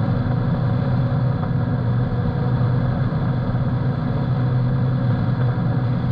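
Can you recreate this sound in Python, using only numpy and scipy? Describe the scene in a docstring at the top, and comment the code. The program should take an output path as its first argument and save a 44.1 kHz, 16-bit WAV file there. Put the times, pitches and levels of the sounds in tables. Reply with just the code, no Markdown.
"""The engine of a small jet boat sings in steady tones through the hull as it planes over choppy water.
Sine orders follow the crankshaft; a wandering sine near shaft speed is the booming deck.
Noise coloured by the shell makes thuds, rattle, spray, slaps and rocking; brief noise ticks are drops.
A camera fixed to the hull hears it: its sealed housing dulls the treble, its recorder squeezes peaks."""
import sys
import numpy as np
from scipy import signal
from scipy.fft import rfft, irfft, next_fast_len
from scipy.io import wavfile
from scipy.ndimage import uniform_filter1d, minimum_filter1d, map_coordinates

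SR = 44100
rng = np.random.default_rng(int(sys.argv[2]) if len(sys.argv) > 2 else 0)


def unload_audio(sound):
    """Save the sound as a 16-bit wav file, at the path given as the first command line argument."""
    columns = np.transpose(np.atleast_2d(sound))
    # keep every value between -1 and 1, then stretch to whole-number steps
    steps = np.round(np.clip(columns, -1, 1) * 32767)
    wavfile.write(sys.argv[1], SR, steps.astype(np.int16))


N = 269451

# panel rattle spectrum: (frequency [Hz], relative density [dB])
RATTLE_SPECTRUM = [(250, -40), (350, -3.5), (500, 1.5), (1000, -2.5), (1400, -2), (1700, -7), (1850, -29),
                   (2300, -49.5)]
# spray spectrum: (frequency [Hz], relative density [dB])
SPRAY_SPECTRUM = [(1500, -28.5), (1850, -1), (2900, -11), (3500, -4.5), (4700, -8), (5300, -25.5),
                  (6800, -35.5), (8700, -39), (9100, -44.5), (12500, -42.5), (14200, -58)]


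def amp(db):
    """Convert dB to gain."""
    return 10 ** (np.asarray(db) / 20)


def unit(x):
    """Scale to rms 1."""
    return x / np.sqrt(np.mean(x ** 2) + 1e-20)


def curves(rows):
    """Interpolate each column after the time to one value per sample."""
    time_s, *columns = np.transpose(rows)
    return [np.interp(np.arange(N) / SR, time_s, column) for column in columns]


def wobble(rate_hz):
    """Smooth random curve with rate_hz knots a second."""
    knots = rng.standard_normal(int(N * rate_hz / SR) + 4)
    return map_coordinates(knots, [np.arange(N) * rate_hz / SR])


def filtered(x, response):
    """Multiply the spectrum of x by a real response(hz), so without phase shift."""
    size = next_fast_len(N + SR // 2)
    hz = np.fft.rfftfreq(size, 1 / SR)
    return irfft(rfft(x, size) * response(hz), size)[..., :N]


def through_shell(x, spectrum):
    """Colour x by a spectrum and the shell's resonances; white x of rms 1 leaves at rms 1."""
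    # resonances (+) and dead spots (-) of hull, mount and housing: (centre [Hz], width [Hz], lift [dB])
    resonances = [(34.6, 8.2, 9.5), (91.7, 13, 3.5), (231, 7.8, -1.5), (350, 18, -1), (475, 53, 3.5),
                  (547, 52, 3), (593, 11, -3), (600, 30, 0.5), (668.5, 39, -4.5), (740, 66, 6.5),
                  (836, 66, -8.5), (892, 11, -10.5), (943, 60, 3.5), (1134, 58, -2.5), (1476, 160, -4.5),
                  (1580, 77, 2.5), (1643, 13, -6.5), (2035, 140, 5), (3330, 27, -5.5), (3433, 240, 9),
                  (3710, 100, -10), (4010, 150, 5), (4226, 44, -5.5), (4255, 110, 7), (4590, 100, -7.5),
                  (4640, 100, 3), (6350, 210, 10), (7840, 800, 8), (10400, 500, -5)]
    spectrum_hz, spectrum_db = np.transpose(spectrum)

    def response(hz):
        bumps_db = sum(lift_db / (1 + (2 * (hz - centre_hz) / width_hz) ** 2)
                       for centre_hz, width_hz, lift_db in resonances)
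        base_db = np.interp(np.log(hz + 1), np.log(spectrum_hz + 1), spectrum_db, left=-120, right=-120)
        return unit(amp(base_db + bumps_db))
    return filtered(x, response)


def patchy(depth_db):
    """White noise whose strength drifts in patches of time and frequency."""
    z = signal.stft(rng.standard_normal(N + 512), nperseg=512)[2]
    field = uniform_filter1d(rng.standard_normal(z.shape), size=5, axis=0)
    field = uniform_filter1d(field, size=8, axis=1)
    noise = signal.istft(z * amp(depth_db * unit(field)), nperseg=512)[1]
    return unit(noise[:N])


def engine():
    """Crankshaft orders, each wavering with the load; half orders as a cylinder fires every second turn."""
    # crankshaft speed: (time [s], speed [turns/s])
    shaft = [(0.0, 122.75), (0.9, 123.05), (1.5, 122.86), (2.3, 122.15), (3.0, 122.66), (3.6, 122.35),
             (4.1, 122.87), (5.3, 123.03), (6.11, 122.8)]
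    # steady tones: (multiple of shaft speed, mean level [dB])
    orders = [(1, -36), (2, -33), (3, -54), (3.5, -53), (6, -52.5), (8, -55), (9, -58.5), (11.5, -57.5),
              (13.5, -53), (14.5, -68), (16, -67), (16.5, -69)]
    # singing orders, swelling and fading as the load shifts:
    # (time [s], order 4 level [dB], order 4.5 level [dB])
    singing = [(0.0, -40, -40), (0.5, -40, -41.5), (1.0, -42.5, -38.5), (1.45, -40, -42.5),
               (1.7, -39.5, -52.5), (2.2, -38, -46.5), (2.7, -37.5, -46.5), (3.0, -43, -45),
               (3.7, -41.5, -42.5), (4.1, -43.5, -44), (4.7, -41.5, -47.5), (5.3, -44.5, -45),
               (5.7, -42, -41), (6.11, -43.5, -44.5)]
    load_db = 1.1
    shaft_rad = 2 * np.pi * np.cumsum(curves(shaft)[0]) / SR
    mix = np.zeros(N)
    for order, level_db in [*orders, *zip((4, 4.5), curves(singing))]:
        size = np.sqrt(2) * amp(level_db + load_db * wobble(3))
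        start_rad = rng.uniform(0, 2 * np.pi)
        mix += size * np.sin(order * shaft_rad + start_rad + 0.22 * wobble(9.8))
    return mix


def deck():
    """The deck's lowest mode booms near shaft speed; pitch and strength wander, with brief dropouts."""
    # boom: (time [s], pitch [Hz], level before dips [dB])
    boom = [(0.0, 123.5, -20), (0.45, 122, -22.5), (0.85, 120.5, -20.5), (1.0, 129.3, -20.5),
            (1.4, 123, -21), (1.75, 122, -22), (2.05, 121.5, -20), (2.3, 126.4, -27), (2.5, 124.5, -17.5),
            (2.95, 122, -23.5), (3.2, 128.5, -22.5), (3.6, 122, -20.5), (4.05, 128.6, -22.5),
            (4.5, 124.6, -19), (4.85, 128.7, -21.5), (5.2, 120.2, -22), (5.45, 126.7, -17.5),
            (5.7, 120.6, -21.5), (6.11, 125, -21.5)]
    wander_hz, surge_db, flutter_db = 1.5, 1.2, 0.9
    pitch_hz, level_db = curves(boom)
    size = amp(level_db - bass_dips_db() + surge_db * wobble(9) + flutter_db * wobble(28))
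    phase_rad = 2 * np.pi * np.cumsum(pitch_hz + wander_hz * wobble(12)) / SR
    return np.sqrt(2) * size * np.sin(phase_rad + 0.46 * wobble(25))


def bass_dips_db():
    # dropouts: (time [s], depth [dB])
    dropouts = [(0.24, 16), (0.57, 19), (1.1, 12), (1.38, 10.5), (1.46, 14), (1.64, 15), (2.1, 23),
                (2.331, 9.5), (2.59, 8.5), (2.99, 13), (3.2, 8), (3.46, 7.5), (3.78, 16), (4.0, 22),
                (4.15, 13), (4.36, 14), (4.53, 5), (4.78, 12), (5.37, 16.5), (5.54, 9), (5.89, 16),
                (6.0, 16.5)]
    sigma_s = 0.012
    t = np.arange(N) / SR
    return sum(depth_db * np.exp(-((t - at_s) / sigma_s) ** 2 / 2) for at_s, depth_db in dropouts)


def water():
    """Chop hammers the bottom: thuds, rattle and spray share part of the jolts; thuds lag the rest."""
    # chop strength: (time [s], rattle level [dB], spray level [dB])
    chop = [(0.0, -33.5, -49), (0.4, -33, -49.5), (0.85, -33, -48), (1.6, -34.5, -52), (2.3, -34, -49.5),
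            (2.75, -32, -49.5), (3.1, -33, -50), (3.8, -34.5, -50.5), (4.3, -33.5, -48.5),
            (4.75, -35.5, -51), (5.15, -33.5, -48.5), (5.7, -34, -51), (6.11, -34.5, -47.5)]
    # thud spectrum: (frequency [Hz], relative density [dB])
    thud_spectrum = [(30, -46), (45, -15.5), (60, -13), (80, -15), (100, -3.5), (140, 0), (175, -3),
                     (205, -9.5), (300, -16), (350, -27), (450, -60)]
    thud_over_rattle_db = 12.5
    thud_follows, thud_dip_share = 0.83, 0.13  # dB per dB of rattle change; per dB of bass dip
    jolt_lag = 800  # samples
    rattle_db, spray_db = curves(chop)
    mean_db = rattle_db.mean()
    thud_db = mean_db + thud_over_rattle_db + thud_follows * (rattle_db - mean_db)
    thud_db = thud_db - thud_dip_share * bass_dips_db()
    jolt = wobble(14)

    thud_gain = amp(thud_db + 0.27 * np.roll(jolt, jolt_lag) + 0.63 * wobble(9))
    rattle_gain = amp(rattle_db + 0.27 * jolt + 0.8 * wobble(120))
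    spray_gain = amp(spray_db + 0.25 * jolt + 0.96 * wobble(150))
    thud = through_shell(thud_gain * patchy(depth_db=0.1), thud_spectrum)
    rattle = through_shell(rattle_gain * patchy(depth_db=0.26), RATTLE_SPECTRUM)
    spray = through_shell(spray_gain * patchy(depth_db=0.63), SPRAY_SPECTRUM)
    return thud + rattle + spray


def slaps():
    """Crests meet the hull: noise bursts that swell in milliseconds and are gone in a few tens."""
    # slaps: (time [s], burst level before colouring [dB])
    crests = [(0.078, -35), (0.309, -29), (0.537, -30), (0.69, -33), (0.846, -30), (0.911, -32.5),
              (1.428, -27), (1.823, -34.5), (2.031, -35.5), (2.459, -33.5), (2.849, -32), (2.919, -34.5),
              (3.279, -29), (3.5, -35), (4.171, -35), (5.099, -30.5), (5.408, -24.5), (5.483, -31),
              (5.593, -32.5)]
    rise_s, splash_db = 0.0056, -22  # splash: treble relative to body
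    u = np.arange(SR // 8) / SR / rise_s
    burst = u * np.exp(1 - u)
    gate = np.zeros(N + SR)
    for at_s, level_db in crests:
        gate[round(at_s * SR):][:len(u)] += amp(level_db) * burst
    body, splash = gate[:N] * rng.standard_normal((2, N))
    treble = through_shell(splash, SPRAY_SPECTRUM[:4])
    return through_shell(body, RATTLE_SPECTRUM) + amp(splash_db) * treble


def sway():
    """Lowest rumble: the mount rocks on the waves, as low noise coloured by the shell."""
    # rocking strength: (time [s], level [dB])
    rocking = [(0.0, -39), (0.25, -35), (0.95, -34), (1.15, -38), (2.3, -34), (2.55, -38), (3.2, -33),
               (4.2, -39.5), (5.0, -36), (6.11, -38)]
    # rocking spectrum: (frequency [Hz], relative density [dB])
    rocking_spectrum = [(12, -31), (22, -6), (34, -3), (48, -7), (65, -29)]
    return through_shell(amp(curves(rocking)[0]) * rng.standard_normal(N), rocking_spectrum)


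def drops():
    """Single spray drops tick on the housing: noise falling 60 dB in 20 ms, banded near 7-9 kHz."""
    # ticks: (time [s], onset level before the filter [dB])
    ticks = [(0.6997, -58), (1.434, -69), (1.9092, -70), (2.83, -73), (3.2795, -75), (5.0694, -66.5)]
    t = np.arange(SR // 50) / SR
    gate = np.zeros(N + SR)
    for at_s, level_db in ticks:
        gate[round(at_s * SR):][:len(t)] += amp(level_db - 60 * t / 0.02)

    def band(hz):
        return 3 / (1 + (7200 / (hz + 1)) ** 12) / (1 + (hz / 9000) ** 6)
    return filtered(gate[:N] * rng.standard_normal(N), band)


def scene():
    """Sum all sources at the one microphone on the hull."""
    return (engine() + deck() + water() + slaps() + sway() + drops())[None]


def limit(x, top_db, share):
    """Look-ahead gain that takes a share of the dB over the top off each peak."""
    need = np.minimum(1, (amp(top_db) / (np.abs(x) + 1e-9)) ** share)
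    held = minimum_filter1d(need, size=900, axis=1)
    return uniform_filter1d(held, size=700, axis=1)


def record(dry):
    """Limit the bass, then the whole; low-pass at the band limit."""
    top_hz = 14250
    bass = filtered(dry, lambda hz: 1 / (1 + (hz / 330) ** 4))
    tamed = dry - bass * (1 - limit(bass, top_db=-13.5, share=0.65))
    squeezed = tamed * limit(tamed, top_db=-10.0, share=0.8)
    edge = signal.ellip(12, 0.1, 60, top_hz, fs=SR, output="sos")
    return signal.sosfiltfilt(edge, squeezed)


dry = scene()
out = record(dry)
unload_audio(out)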